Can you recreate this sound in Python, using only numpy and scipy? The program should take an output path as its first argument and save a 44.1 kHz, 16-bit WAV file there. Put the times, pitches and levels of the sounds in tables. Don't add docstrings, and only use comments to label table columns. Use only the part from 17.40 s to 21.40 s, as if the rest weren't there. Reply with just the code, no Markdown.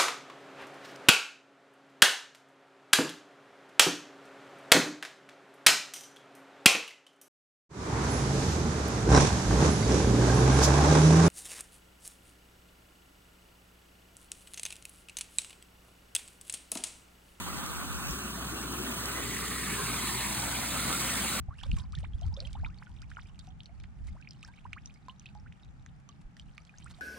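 import sys
import numpy as np
from scipy import signal
from scipy.fft import rfft, irfft, next_fast_len
from scipy.io import wavfile
from scipy.ndimage import uniform_filter1d, map_coordinates

SR = 44100
rng = np.random.default_rng(int(sys.argv[2]) if len(sys.argv) > 2 else 0)


def inscribe(sig):
    pcm = np.round(np.clip(np.atleast_2d(sig).T, -1, 1) * 32767)
    wavfile.write(sys.argv[1], SR, pcm.astype(np.int16))


N = 176400

# time in seconds, level in dB before any trim.
RUMBLE_FADER = [(0, -46), (.45, -48), (.9, -43.5), (1.7, -42), (2.2, -42.5), (2.75, -41.5), (3.2, -42),
                (3.5, -42), (4, -41.5)]
GURGLE_FADER = [(0.0, -42.5), (0.2, -43), (2.19, -47.5), (2.53, -44.5), (2.95, -43.5), (3.13, -41),
                (3.3, -41), (3.39, -37.5), (3.97, -39), (4.0, -38.5)]
SPLASH_FADER = [(0, -48), (0.53, -48), (1.14, -47.5), (2, -42), (2.6, -39.5), (3.27, -40), (3.65, -37.5),
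                (4, -38)]
# frequency in Hz, gain in dB.
RUMBLE_EQ = [(22, -52), (45, -7.5), (80, -3), (115, -0.5), (160, 0), (200, 2.4), (280, -0.3), (400, -6.5),
             (520, -14.5), (900, -28)]
GURGLE_EQ = [(300, -25), (520, 1), (700, -2), (900, -4), (1200, -1.5), (1500, -1), (1900, -10.5),
             (2800, -14), (6000, -63)]
# frequency in Hz, gain in dB from the kerb, then above the grate.
SPLASH_EQ = [(398, -17, -17), (1440, 4, -3), (2070, 3.2, 4), (3020, 5, .5), (4200, 2.3, 2),
             (5200, -1.5, -3), (5800, 3, -1.5), (6500, 3, -.7), (7700, -.7, 1.7), (8300, 4.5, 3),
             (9000, 1.5, 2), (9900, -.7, 0.7), (12200, -.5, -2.5), (15700, -1.8, -5.2)]
# start in seconds, pitch in Hz, level in dB.
GLUG_CUES = [(1.12, 336, -25.5), (1.495, 224, -27.5), (1.85, 250, -32), (2.5, 1245, -21), (2.641, 118, -30),
             (2.844, 201.4, -26), (3.032, 920, -22), (3.129, 1460, -23), (3.374, 240, -24),
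             (3.438, 1300, -23), (3.446, 207, -29), (3.545, 1190, -43), (3.964, 208, -27)]
# start in seconds, level in dB before trim and EQ.
DROP_CUES = [(0.2624, -33), (1.657, -29), (3.528, -27.5)]
# frequency in Hz, gain in dB.
DROP_EQ = [(1000, -30), (3000, 8), (8000, 2), (16000, -6)]
# time in seconds, delay in milliseconds, strength from 0 to 1.
WALL_ECHO = [(0, 0.89, 0.37), (.7, 0.76, 0.4), (1.1, .8, 0.13), (1.45, 0.8, 0), (2, 0.51, 0.1),
             (2.5, 0.82, 0.29), (3.1, 1.31, 0.18), (3.45, 0.9, 0.16), (4, 1.1, 0)]
# time in seconds, centre in Hz, boost in dB.
BASS_GLIDE = [(0, 377, 4), (1.2, 376, 7.5), (1.9, 410, 5.5), (2.4, 425, 12), (2.9, 338, 3), (3.5, 203, 2.5),
              (4, 192, 6)]
LOW_GLIDE = [(0, 1350, -0.5), (1, 1210, 3), (2.1, 1140, 7.5), (2.55, 1030, 8), (3.05, 920, 6.5),
             (3.4, 880, -3), (3.8, 610, -0.5), (4, 634, -2)]
HIGH_GLIDE = [(0, 1910, 2), (.5, 2020, -1.5), (1, 2280, -6), (1.3, 2030, -15), (1.7, 2000, 8.5),
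              (2.1, 1950, 7), (2.4, 1650, 9), (2.85, 1320, -5), (3.4, 1340, 5.5)]
TOP_GLIDE = [(0, 2300, -8), (.5, 2500, 4), (.8, 2770, 8), (1.1, 3100, 1), (1.3, 2540, 5), (2.4, 2300, 0.5),
             (2.7, 2050, 3), (3, 2030, 2), (3.4, 2190, 4), (4, 2010, -2)]
RESONANCE_WIDTHS = [0.082, 0.19, 0.044, 0.027]
# frequency in Hz, left lead in radians from the kerb,
# then above the grate, left minus right in dB, likeness from 0 to 1 from the kerb, then above the grate.
PORT_IMAGE = [(60, -.1, -.1, 1.8, .93, .93), (200, -.2, -.2, 2, .96, .97), (380, -.8, -.9, 5, .93, .93),
              (700, -1.4, -1.75, .5, .9, .88), (1100, -.7, -.75, -3.5, .88, .8), (1550, -.4, 0, -3, .8, .8),
              (2300, 3.1, .7, -1, .75, .62), (3000, 3.5, .9, 0, .58, .35), (4200, 2.7, 1.35, -1, .55, .69),
              (4700, 3.1, 2.2, 0, .8, .62), (5200, 3.14, 3.1, 0, .997, .98),
              (5750, 3.14, 3.18, 0, .99, .975), (6500, 4, 4.2, .5, .8, .68), (7470, 5.2, 5.2, 0, .64, .78),
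              (8300, 6.28, 6.28, 0, .99, .99), (10000, 7.5, 7.5, 0, .7, .75), (11000, 9, 9, 0, .82, .84),
              (11700, 9.42, 9.42, 0, .99, .99), (13200, 10.6, 10.6, 0, .74, .7),
              (15000, 12.6, 12.6, 0, .97, .97)]
# frequency in Hz, gain in dB.
SCRAPE_EQ = [(1200, -12), (2900, -7), (4300, -14), (6000, -3), (8000, -16), (16000, -14)]
STONE_EQ = [(3500, -25), (6000, 0), (8000, -8), (11000, -19), (16000, -22)]
# centre in seconds, pitch in Hz, peak in dB, half length in seconds.
BUMP_CUES = [(.701, 167, -31.5, 0.0073), (.722, 52.3, -37, 0.021)]
# frequency in Hz, gain in dB.
BUFFET_EQ = [(20, -20), (45, 1), (65, 3), (110, -8), (200, -17), (320, -15), (600, -47)]

VIEW_OPENS_S, VIEW_SPAN_S = 1.78, 0.14
HANDOVER_S, HANDOVER_SPAN_S = 0.73, .03
TIME_S = np.arange(N) / SR


def rumble():
    big = lambda: bubbles(low_hz=109.9, high_hz=448, cycles=30, rise=.052, spread_db=2,
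                          count=400, size=8000)
    flow = water(big, grain_db=-21.5, flutter_db=-1, flutter_rate=8.5)
    return unit(coloured(flow, RUMBLE_EQ)) * amp(curves(RUMBLE_FADER)[0])


def gurgle(trim_db=-0.4):
    middling = lambda: bubbles(low_hz=646, high_hz=2132, cycles=58, rise=.07, spread_db=.5,
                               count=1600, size=2600)
    flow = water(middling, grain_db=-10, flutter_db=2.8, flutter_rate=26)
    return unit(coloured(flow, GURGLE_EQ)) * amp(trim_db + curves(GURGLE_FADER)[0])


def splash(trim_db=6):
    small = lambda: bubbles(low_hz=1708, high_hz=5940, cycles=142, rise=.094, spread_db=1,
                            count=1800, size=1700)
    spray = lambda: bubbles(low_hz=3760, high_hz=16700, cycles=9.5, rise=.046, spread_db=2,
                            count=11000, size=200)
    flow = water(lambda: spray() + amp(-5.5) * small(), grain_db=-8, flutter_db=1, flutter_rate=130)

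    def colour(hz, view, spectra):
        kerb_db, grate_db = along(SPLASH_EQ, hz)
        low_cut = hz / np.hypot(hz, SPLASH_EQ[0][0])
        return spectra * shimmer(hz, spectra) * amp(kerb_db + view * (grate_db - kerb_db)) * low_cut
    return unit(moving(flow, colour)) * amp(trim_db + curves(SPLASH_FADER)[0])


def shimmer(hz, spectra, depth_db=2.5, width_hz=448, smooth_above_hz=6000):
    knots = uniform_filter1d(rng.standard_normal(spectra.shape), size=3, axis=-1)
    band, frame = np.meshgrid(hz.ravel() / width_hz, np.arange(spectra.shape[-1]), indexing="ij")
    patches = unit(np.array([map_coordinates(k, [band, frame], order=1) for k in knots]))
    return amp(patches * depth_db / np.hypot(1, (hz / smooth_above_hz) ** 2))


def water(grains, grain_db, flutter_db, flutter_rate):
    wash = rng.standard_normal((2, N)) * amp(flutter_db * wobble(flutter_rate))
    return wash + amp(grain_db) * np.array([grains(), grains()])


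def bubbles(low_hz, high_hz, cycles, rise, spread_db, count, size):
    when, pitch, strength, life = rng.random((count, 4)).T[:, :, None]
    hz = low_hz * (high_hz / low_hz) ** pitch
    turns = hz * np.arange(size) / SR
    age = turns / (cycles * (.5 + life))
    gain = amp(-spread_db * np.log(1 - .99 * strength)) * np.sqrt(hz)
    polarity = rng.choice([-1, 1], (count, 1))
    rings = gain * polarity * amp(-60 * age) * chirp(turns, age, rise)
    positions = (when * N).astype(int) + np.arange(size)
    return unit(np.bincount(positions.ravel(), rings.ravel(), N + size)[:N])


def glugs(attack_cycles=3.5, ring_cycles=31.3, rise=.03):
    out, t = np.zeros(N + SR), np.arange(SR // 4) / SR
    for start_s, hz, db in GLUG_CUES:
        turns = hz * t
        age = turns / ring_cycles
        envelope = (1 - np.exp(-turns / attack_cycles)) * amp(db - 60 * age)
        out[round(start_s * SR):][:len(t)] += envelope * chirp(turns, age, rise)
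    return out[:N]


def drops(trim_db=3, t60_s=.01):
    out, t = np.zeros(N + SR), np.arange(SR // 20) / SR
    for start_s, db in DROP_CUES:
        envelope = amp(db + trim_db - 60 * t / t60_s)
        out[round(start_s * SR):][:len(t)] += envelope * rng.standard_normal(len(t))
    return coloured(out[:N], DROP_EQ)


def wall_echo(x, cutoff_hz=2600):
    delay_ms, strength = curves(WALL_ECHO)
    dull = filtered(x, lambda hz: 1 / (1 + (hz / cutoff_hz) ** 4))
    echo = np.array([np.interp(TIME_S - delay_ms / 1000, TIME_S, stream) for stream in dull])
    return x + strength * echo


def shaft_resonances(hz, view, spectra):
    t = np.linspace(0, N / SR, spectra.shape[-1])
    direct, scattered = spectra
    for glide, width in zip((BASS_GLIDE, LOW_GLIDE, HIGH_GLIDE, TOP_GLIDE), RESONANCE_WIDTHS):
        times_s, centre_hz, boost_db = np.transpose(glide)
        detune = np.log((hz + 1) / np.interp(t, times_s, centre_hz)) / width
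        direct = direct * amp(np.interp(t, times_s, boost_db) / (1 + detune ** 2))
    return np.array([direct, scattered])


def microphone_ports(hz, view, spectra):
    kerb_lead, grate_lead, balance_db, kerb_alike, grate_alike = along(PORT_IMAGE, hz)
    likeness = np.clip(kerb_alike + view * (grate_alike - kerb_alike), 0, 1)
    width = np.arccos(likeness) / 2
    mid, side = np.cos(width) * spectra[0], np.sin(width) * spectra[1]
    lead = kerb_lead + view * (grate_lead - kerb_lead)
    lean = amp(balance_db / 2) * np.exp(.5j * lead)
    return np.array([(mid + side) * lean, (mid - side) / lean])


def shovel():
    return grit(SCRAPE_EQ) * amp(-39) * swell(centre_s=.71, half_s=.06)


def stone(level_db=-39, pan_db=3):
    tick = grit(STONE_EQ) * swell(centre_s=.7092, half_s=.002)
    return tick * amp([[level_db + pan_db], [level_db - pan_db]])


def grit(eq):
    return unit(coloured(rng.standard_normal(N) * amp(3.8 * wobble(400)), eq))


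def bump():
    return sum(amp(db) * swell(centre_s, half_s) * np.cos(2 * np.pi * hz * (TIME_S - centre_s))
               for centre_s, hz, db, half_s in BUMP_CUES)


def buffet(level_db=-42.5, mid_db=-27, duck_db=-14.5):
    mid, side = unit(coloured(rng.standard_normal((2, N)), BUFFET_EQ))
    mid = mid * amp(mid_db)
    return np.array([mid + side, mid - side]) * amp(level_db + duck_db * handover())


def hum(pitch_hz=61.4, before_db=-9, octave_peak_s=2.7, octave_db_per_s=6.5):
    phase = 2 * np.pi * pitch_hz * TIME_S
    octave_db = -48.5 - octave_db_per_s * abs(TIME_S - octave_peak_s) + 2 * wobble(5.4)
    fundamental = amp(-47 + .27 * wobble(5.4)) * np.sin(phase)
    octave = amp(octave_db) * np.sin(2 * phase + .29 * wobble(5))
    fader = amp(before_db * (1 - handover()))
    return np.sqrt(2) * (fundamental + octave) * fader * amp([[.8], [-.8]])


def handover():
    return .5 + .5 * np.tanh((TIME_S - HANDOVER_S) / HANDOVER_SPAN_S)


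def swell(centre_s, half_s):
    return np.exp(-((TIME_S - centre_s) / half_s) ** 2)


def chirp(turns, age, rise):
    return np.sin(2 * np.pi * turns * (1 + rise * np.minimum(age, 2) / 2))


def amp(db):
    return 10 ** (np.asarray(db) / 20)


def unit(x):
    return x / np.sqrt(np.mean(x ** 2) + 1e-20)


def along(rows, hz):
    row_hz, *columns = np.transpose(rows)
    return [np.interp(np.log(hz + 1), np.log(row_hz + 1), column) for column in columns]


def curves(rows):
    times_s, *columns = np.transpose(rows)
    return [np.interp(TIME_S, times_s, column) for column in columns]


def wobble(rate):
    return map_coordinates(rng.standard_normal(1024), [TIME_S * rate], mode="wrap")


def filtered(x, response):
    size = next_fast_len(N + SR // 2)
    return irfft(rfft(x, size) * response(np.fft.rfftfreq(size, 1 / SR)), size)[..., :N]


def coloured(x, eq):
    return filtered(x, lambda hz: amp(along(eq, hz)[0]))


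def moving(x, change):
    hz, t, spectra = signal.stft(x, SR, nperseg=1024)
    view = .5 + .5 * np.tanh((t - VIEW_OPENS_S) / VIEW_SPAN_S)
    return signal.istft(change(hz[:, None], view, spectra), SR)[1][..., :N]


def scene():
    streams = moving(wall_echo(gurgle() + splash() + rumble()), shaft_resonances)
    streams[0] += drops() + glugs() + shovel()
    return moving(streams, microphone_ports) + stone() + hum() + bump() + buffet()


def record(dry):
    return filtered(dry, lambda hz: hz < 15870)


dry = scene()
out = record(dry)
inscribe(out)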